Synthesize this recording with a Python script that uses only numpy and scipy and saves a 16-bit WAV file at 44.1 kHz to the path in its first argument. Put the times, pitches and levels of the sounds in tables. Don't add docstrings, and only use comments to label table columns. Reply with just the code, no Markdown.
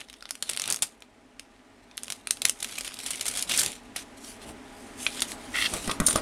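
import sys
import numpy as np
from scipy import signal
from scipy.io import wavfile
from scipy.ndimage import uniform_filter1d

SR = 44100
rng = np.random.default_rng(int(sys.argv[2]) if len(sys.argv) > 2 else 0)


def to_wav(s):
    ch = np.atleast_2d(s).T
    pcm = np.round(np.clip(ch, -1, 1) * 32767)
    wavfile.write(sys.argv[1], SR, pcm.astype(np.int16))


def gain_from_db(level_db):
    decades = np.asarray(level_db, float) / 20
    return 10 ** decades


N = 273861
TIME = np.arange(N) / SR


def evened(x):
    return x / np.sqrt(np.mean(x ** 2) + 1e-20)


def read(points, hz):
    f, value = np.transpose(points)
    return np.interp(np.log(hz + 1), np.log(f + 1), value)


def curves(rows):
    s, *columns = np.transpose(rows)
    return [np.interp(TIME, s, c) for c in columns]


def colour(x, spectrum, size=2048):
    hz = abs(np.fft.fftfreq(size, 1 / SR))
    log_gain = np.log(gain_from_db(np.maximum(read(spectrum, hz), -90)))
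    response = np.exp(np.conj(signal.hilbert(log_gain)))
    taps = np.fft.ifft(response).real[:size // 2]
    return signal.oaconvolve(x, taps / np.linalg.norm(taps))[:len(x)]


def add(mix, s, sound):
    at = round(s * SR)
    sound = sound[max(-at, 0):]
    part = mix[max(at, 0):][:len(sound)]
    part += sound[:len(part)]


def resonate(x, hz, width_hz):
    turn = np.exp(2j * np.pi * np.cumsum(hz * np.ones(len(x))) / SR)
    r = np.exp(-np.pi * width_hz / SR)
    return 2 * (turn * signal.lfilter([1 - r], [1, -r], x / turn)).real


# (peak time [s], bright level [dB], dull level [dB], t60 [s])
SNAPS = [(0.0055, -36.5, -34.5, 0.015), (0.086, -55, -39.5, 0.01), (0.0988, -42, -38, 0.018),
         (0.1293, -40.5, -38, 0.0093), (0.1395, -48.5, -37, 0.011), (0.208, -57, -40.5, 0.01),
         (0.2252, -40.5, -30.5, 0.0071), (0.2553, -47, -31.5, 0.011), (0.291, -42, -41, 0.04),
         (0.3081, -19.5, -25.5, 0.011), (0.3535, -35.5, -38, 0.017), (0.425, -21.5, -21.5, 0.02),
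         (0.493, -24, -22, 0.013), (0.4972, -19, -26, 0.011), (0.513, -29, -33, 0.01),
         (0.5333, -29, -30, 0.017), (0.5642, -26, -28, 0.0098), (0.5737, -18, -23.5, 0.01),
         (0.5975, -22.5, -17.5, 0.0095), (0.6187, -21.5, -28.5, 0.012), (0.6394, -29.5, -23.5, 0.014),
         (0.6574, -27, -33, 0.012), (0.6767, -20.5, -25.5, 0.018), (0.702, -14.5, -32.5, 0.0097),
         (0.712, -22, -37, 0.009), (0.7247, -9, -30, 0.0057), (0.733, -25, -41, 0.0096),
         (0.744, -18, -23.5, 0.0063), (0.761, -21.5, -44, 0.0087), (0.77, -35.5, -34, 0.012),
         (0.79, -50, -39, 0.01), (0.8227, -15, -25.5, 0.033), (0.828, -22.5, -24.5, 0.049),
         (1.005, -50, -65, 0.013), (1.022, -45, -36, 0.014), (1.3957, -34, -31.5, 0.011),
         (1.9128, -61, -42.5, 0.015), (1.9716, -30, -47, 0.01), (1.9784, -24, -24.5, 0.0058),
         (2.0336, -28, -37, 0.018), (2.044, -38, -40, 0.012), (2.0812, -35.5, -30, 0.012),
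         (2.1023, -24.5, -26, 0.019), (2.1223, -25.5, -26, 0.012), (2.272, -25, -24.5, 0.01),
         (2.3085, -9, -19, 0.011), (2.371, -41, -36.5, 0.019), (2.419, -18, -21.5, 0.012),
         (2.45, -40, -24, 0.022), (2.453, -8, -11, 0.01), (2.4855, -24, -34, 0.013),
         (2.4958, -12.5, -26.5, 0.013), (2.6038, -30, -37, 0.019), (2.628, -24, -30, 0.02),
         (2.645, -25, -24, 0.016), (2.7846, -23, -30, 0.017), (2.809, -26.5, -31, 0.021),
         (2.8468, -35, -35.5, 0.11), (2.8782, -30.5, -29.5, 0.011), (2.9417, -32, -37, 0.015),
         (2.989, -33, -34, 0.024), (3.0024, -34, -33, 0.015), (3.0623, -29, -31, 0.091),
         (3.106, -25, -29.5, 0.051), (3.158, -28.5, -41, 0.018), (3.2106, -22, -24.5, 0.025),
         (3.2557, -27.5, -28.5, 0.026), (3.2636, -25, -31, 0.067), (3.2811, -22.5, -30.5, 0.049),
         (3.3722, -26, -30, 0.071), (3.3936, -23, -33, 0.017), (3.4251, -18.5, -27.5, 0.017),
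         (3.4947, -27, -24.5, 0.04), (3.519, -20, -27.5, 0.019), (3.576, -15.5, -43, 0.017),
         (3.5936, -15, -37, 0.031), (3.6618, -17.5, -25, 0.013), (3.7184, -27.5, -39.5, 0.0089),
         (3.9624, -26.5, -26.5, 0.044), (5.0654, -37, -17, 0.024), (5.195, -40, -28, 0.015),
         (5.2051, -25, -39, 0.02), (5.22, -17.5, -21, 0.032), (5.3182, -28.5, -27.5, 0.014),
         (5.738, -20, -33, 0.017), (5.8761, -29, -34, 0.026), (5.8968, -40, -26.5, 0.029),
         (5.9133, -27, -23.5, 0.031), (6.0015, -20, -22.5, 0.018), (6.067, -13.5, -35, 0.024),
         (6.071, -11.5, -33, 0.022), (6.0854, -18, -27, 0.02), (6.109, -26, -26, 0.022),
         (6.1287, -22, -27, 0.022), (6.1594, -14, -18.5, 0.0074)]
# (frequency [Hz], relative density [dB per Hz])
FILM_COLOUR = [(2500, -32), (4000, -12.5), (5000, -8), (7000, -5), (9400, -1), (11000, -7.5), (13500, -20),
               (15700, -30.5), (16500, -56)]
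# (frequency [Hz], relative density [dB per Hz])
FOLD_COLOUR = [(300, -17.5), (600, -6.5), (1000, -10), (1350, -4), (1700, -4.5), (2300, -0.5), (3600, 2),
               (4500, -2.5), (6000, -6.5), (9000, -41)]


def snaps(rise_share=0.03, crack_gain=0.49, crack_t60_s=0.0026):
    t = np.arange(-512, 2048) / SR
    bright, dull = np.zeros((2, N))
    noise = rng.standard_normal((len(SNAPS), 2, len(t)))
    noise /= np.sqrt(np.mean(noise[..., 500:560] ** 2, axis=2, keepdims=True))
    for (s, bright_db, dull_db, t60_s), (a, b) in zip(SNAPS, noise):
        side_t60_s = max(t60_s, .003) * np.where(t < 0, rise_share, 1)
        crack = 1 + crack_gain * gain_from_db(-60 * abs(t) / crack_t60_s)
        shape = gain_from_db(-60 * abs(t) / side_t60_s) * crack
        add(bright, s + t[0], gain_from_db(bright_db) * shape * a)
        add(dull, s + t[0], gain_from_db(dull_db) * shape * b)
    return colour(bright, FILM_COLOUR) + colour(dull, FOLD_COLOUR)


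# (time [s], relative level [dB], frequency [Hz])
TICKS = [(0.2241, -33, 1410), (0.3077, -26, 3820), (0.4244, -21, 3740), (0.822, -11.5, 3630),
         (1.0218, -37, 2340), (1.395, -31.5, 2810), (1.9779, -27.5, 2620), (2.307, -19, 3940),
         (2.4179, -18.5, 3920), (2.454, -9, 3600), (2.495, -12, 2930), (2.6259, -17, 3570),
         (2.783, -18, 2490), (2.8764, -20, 3230), (3.9609, -19.5, 2270), (5.0655, -8.5, 2480),
         (5.2205, -5.5, 3600), (5.9124, -18, 3720), (6.1582, -11.5, 1220)]


def ticks(gain_db=-4, cycles_to_60_db=33):
    t, out = np.arange(2048) / SR, np.zeros(N)
    for s, db, hz in TICKS:
        envelope = gain_from_db(db + gain_db - 60 * t * hz / cycles_to_60_db)
        add(out, s, envelope * np.sin(2 * np.pi * hz * t))
    return out


# (time [s], rustle level [dB], dull part re bright [dB])
BAG = [(0, -47, 3.5), (.06, -70, 4.5), (.41, -64, -5), (.5, -44, 2), (.57, -60.5, 6.5), (.72, -44.5, 9.5),
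       (.81, -63, -1.5), (.92, -64.5, 1), (1.0, -82.5, 4), (1.96, -77, 9), (2.12, -52, -3),
       (2.24, -71, 2.5), (2.58, -58.5, 0.5), (2.64, -47, 1), (2.85, -46, 0), (2.93, -56, 4.5),
       (3.08, -40.5, 0), (3.19, -46, 0.5), (3.39, -38.5, 0), (3.47, -53, 3), (3.505, -37, 2),
       (3.6, -26.5, -4.5), (3.75, -52, 1.5), (3.82, -68.5, 4)]
# (peak time [s], length [s], level [dB], dull part re bright [dB])
RUBS = [(3.993, 0.095, -45, 0), (4.179, 0.023, -50.5, -6), (4.273, 0.19, -45.5, -7.5),
        (4.43, 0.067, -50, 3), (4.488, 0.083, -48.5, -3.5), (4.826, 0.43, -57, -6),
        (5.035, 0.16, -40, -5.5), (5.167, .25, -43, 1), (5.305, 0.11, -40.5, -5), (5.44, 0.28, -53.5, -0.5),
        (5.613, 0.23, -34.5, -4), (5.749, 0.17, -39, -2.5), (5.865, 0.21, -40.5, -3),
        (6.096, 0.16, -34, -7.5), (6.165, 0.1, -39.5, -3)]


def handling(rise_share=0.45, edge_db=-20, settle_db=-27.5, settle_t60_s=0.23):
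    bag_db, bag_dull_db = curves(BAG)
    power = gain_from_db(2 * np.array([bag_db, bag_db + bag_dull_db]))
    for s, length_s, db, dull_db in RUBS:
        rise_s, fall_s = rise_share * length_s, (1 - rise_share) * length_s
        away = np.maximum((s - TIME) / rise_s, (TIME - s) / fall_s)
        rub_power = gain_from_db(2 * (db + edge_db * np.minimum(away, 8) ** 2))
        power += rub_power * gain_from_db([[0], [2 * dull_db]])
    s, bright_db, dull_db, t60_s = np.transpose(SNAPS)
    kicks = np.zeros((2, N))
    kick_power = gain_from_db(2 * (np.array([bright_db, dull_db]) + settle_db))
    kicks[:, (s * SR).astype(int)] = kick_power * t60_s / t60_s.mean()
    settling = signal.lfilter([1], [1, -gain_from_db(-120 / (settle_t60_s * SR))], kicks)
    return np.sqrt(power + settling)


# (time [s], share [0-1])
CRINKLE = [(2.55, 0.5), (3.4, 0.6), (3.7, 0.33), (3.9, 0.16), (6.21, 0.1)]


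def rustle(bright, dull, per_s=200, spread_db=2.5, tilt_db=3.0, t60_s=0.016):
    share = np.clip(curves(CRINKLE)[0], 0, 1)
    sizes = gain_from_db(spread_db * np.minimum(rng.exponential(1, N), 4))
    sizes = sizes * (rng.random(N) < per_s / SR)
    sizes = sizes * gain_from_db(tilt_db * rng.standard_normal(N) * [[1], [-1]])
    bursts = signal.lfilter([1], [1, -gain_from_db(-60 / (t60_s * SR))], sizes)
    grain = np.sqrt(1 - share) + np.sqrt(share) * evened(bursts)
    a, b = rng.standard_normal((2, N)) * grain
    return colour(bright * a, FILM_COLOUR) + colour(dull * b, FOLD_COLOUR)


def patchy(x, depth_db):
    z = signal.stft(x, nperseg=256)[2]
    patches = uniform_filter1d(rng.standard_normal(z.shape), size=3, axis=0)
    patches = uniform_filter1d(patches, size=24, axis=1)
    gain = gain_from_db(depth_db * evened(patches))
    return signal.istft(z * evened(gain), nperseg=256)[1][:N]


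# (frequency [Hz], width [Hz], relative level [dB])
CARD = [(1450, 310, -2), (2000, 310, 5), (2680, 200, -4.5), (3120, 760, -1.5), (4000, 880, -15)]


def drag(start_s=5.536, end_s=5.678, rise_s=0.015, fall_s=0.016, start_db=-32.0206, growth_db=3):
    speed = np.clip((TIME - start_s) / (end_s - start_s), 0, 1)
    edges = np.clip(np.minimum((TIME - start_s) / rise_s, (end_s - TIME) / fall_s), 0, 1)
    flutter = evened(uniform_filter1d(rng.standard_normal(N), size=120))
    rub = rng.standard_normal(N) * gain_from_db(3.4 * flutter)
    lift = 1 + 0.033 * speed
    card = np.zeros(N)
    for hz, width_hz, db in CARD:
        ring = resonate(resonate(rub, hz * lift, width_hz), hz * lift, 2 * width_hz)
        tilt_db = 18.6 * speed * np.log2(hz / 2500)
        card += gain_from_db(db + tilt_db) * evened(ring)
    return gain_from_db(start_db + growth_db * speed) * edges * card


# (start [s], end [s], level [dB])
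SQUEAKS = [(6.063, 6.13, -23), (6.161, 6.178, -25)]


def squeaks(hz=9200, width_hz=530, fade_db=-12, flutter_db=6.4):
    out = np.zeros(N)
    for start_s, end_s, db in SQUEAKS:
        t = np.arange(0, end_s - start_s, 1 / SR)
        noise, flutter = rng.standard_normal((2, 8192))[:, :len(t)]
        ring = evened(resonate(resonate(noise, hz, width_hz), hz, width_hz))
        flutter = evened(uniform_filter1d(flutter, size=200))
        add(out, start_s, gain_from_db(db + fade_db * t / t[-1] + flutter_db * flutter) * ring)
    return out


# (time [s], peak level [dB], upper modes re lower [dB])
KNOCKS = [(5.737, -20.5, 2), (5.878, -19, -6), (5.895, -14.5, 17), (6.001, -10.5, -5.5), (6.011, -28.5, -8),
          (6.018, -19, 19), (6.026, -27.5, -13), (6.084, -14.5, 7), (6.137, -26, -21), (6.158, -8.5, 4),
          (6.185, -17, 2)]
# (frequency [Hz], relative level [dB], t60 [s])
BOX = [(69, -8, 0.083), (131, -7.5, 0.041), (225, 2, 0.031), (394, -3, 0.028), (624, 5.5, 0.02),
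       (1187, 6, 0.023), (1410, 1.5, 0.021), (1910, -0.5, 0.024)]


def knocks(spread_db=3):
    t, out = np.arange(8192) / SR, np.zeros(N)
    hz, mode_db, t60_s = np.transpose(BOX)[..., None]
    chance_db = spread_db * rng.standard_normal((len(KNOCKS), len(BOX), 1))
    for (s, db, upper_db), c_db in zip(KNOCKS, chance_db):
        envelopes = gain_from_db(mode_db + c_db + upper_db * (hz > 500) - 60 * t / t60_s)
        hit = (envelopes * np.sin(2 * np.pi * hz * t)).sum(0)
        add(out, s, gain_from_db(db) * hit / abs(hit).max())
    return out


# (peak time [s], level [dB])
SHOVES = [(0, -57), (.52, -49), (.71, -43), (.83, -50.5), (2.1, -52), (2.46, -46.5), (3.37, -55),
          (3.5, -45), (3.59, -56), (3.67, -39), (4.5, -42), (5.33, -46.5), (5.751, -34.5), (5.9, -37.5),
          (6.02, -44), (6.2, -38)]
# (frequency [Hz], relative density [dB per Hz])
RUMBLE_COLOUR = [(15, -30), (40, -6.5), (110, -1.5), (250, -0.5), (450, -4), (700, -4.5), (1200, -11.5),
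                 (2500, -40.5)]


def rumble(dull, stir_db=-13, rise_db_per_s=210, fall_db_per_s=260):
    power = (gain_from_db(stir_db) * dull) ** 2
    for s, db in SHOVES:
        drop_db = np.maximum(rise_db_per_s * (s - TIME), fall_db_per_s * (TIME - s))
        power = power + gain_from_db(2 * (db - drop_db))
    return np.sqrt(power) * colour(rng.standard_normal(N), RUMBLE_COLOUR, size=8192)


# (frequency [Hz], t60 [s])
ROOM = [(300, 0.17), (1300, 0.16), (3500, 0.12), (9000, 0.13), (15000, 0.093)]


def room(x, count=3, swing_hz=40):
    out = np.zeros(N)
    for k in range(count):
        hz, t, z = signal.stft(rng.standard_normal(SR // 2), SR, nperseg=128)
        decay = gain_from_db(-60 * t / read(ROOM, hz)[:, None])
        tail = signal.istft(z * decay, SR, nperseg=128)[1]
        tail[:150] = 0
        share = np.sqrt(2 / count) * np.cos(2 * np.pi * (swing_hz * TIME + k / (2 * count)))
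        out += signal.oaconvolve(x * share, tail / np.linalg.norm(tail))[:N]
    return out


# (time [s], level [dB])
BACKGROUND = [(0, -61), (1.3, -59), (2.8, -55), (3.9, -52), (4.9, -48), (6.21, -43.5)]
# (frequency [Hz], relative density [dB per Hz])
AIR_COLOUR = [(15, -21), (45, -3), (75, -19), (150, -21), (250, -7.5), (500, -17), (1000, -19),
              (2000, -18.5), (4500, -30.5), (9000, -33.5), (16500, -57.5)]
# (frequency [Hz], width [Hz], relative density [dB])
BOOMS = [(99.8, 12, -8), (251.6, 47.4, -2.5), (419, 24, -7), (634, 130, -11.5), (807, 31, -8),
         (974, 32, -12.5), (1203, 56, -16.5), (7700, 60, -35.5)]


def background(boom_db=0.1):
    a, b = rng.standard_normal((2, N))
    booms = np.zeros(N)
    for hz, width_hz, db in BOOMS:
        ring = resonate(resonate(b, hz, width_hz), hz, 2 * width_hz)
        booms += gain_from_db(db) * evened(ring) * np.sqrt(width_hz)
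    hiss = colour(a, AIR_COLOUR, size=8192)
    return gain_from_db(curves(BACKGROUND)[0]) * (hiss + gain_from_db(boom_db) * evened(booms))


def scene():
    hits = snaps() + ticks() + drag() + squeaks()
    box = knocks()
    bright, dull = handling()
    tail = room(gain_from_db(-13.0) * hits + gain_from_db(-3.5) * box)
    rubbing = patchy(rustle(bright, dull), depth_db=2.5)
    return (hits + box + tail + rubbing + rumble(dull) + background())[None]


def low_pass(x):
    return signal.sosfilt(signal.butter(12, 16800, fs=SR, output="sos"), x)


def record(dry):
    mix = 1.104 * np.tanh(dry / 1.201)
    return low_pass(mix)


dry = scene()
out = record(dry)
to_wav(out)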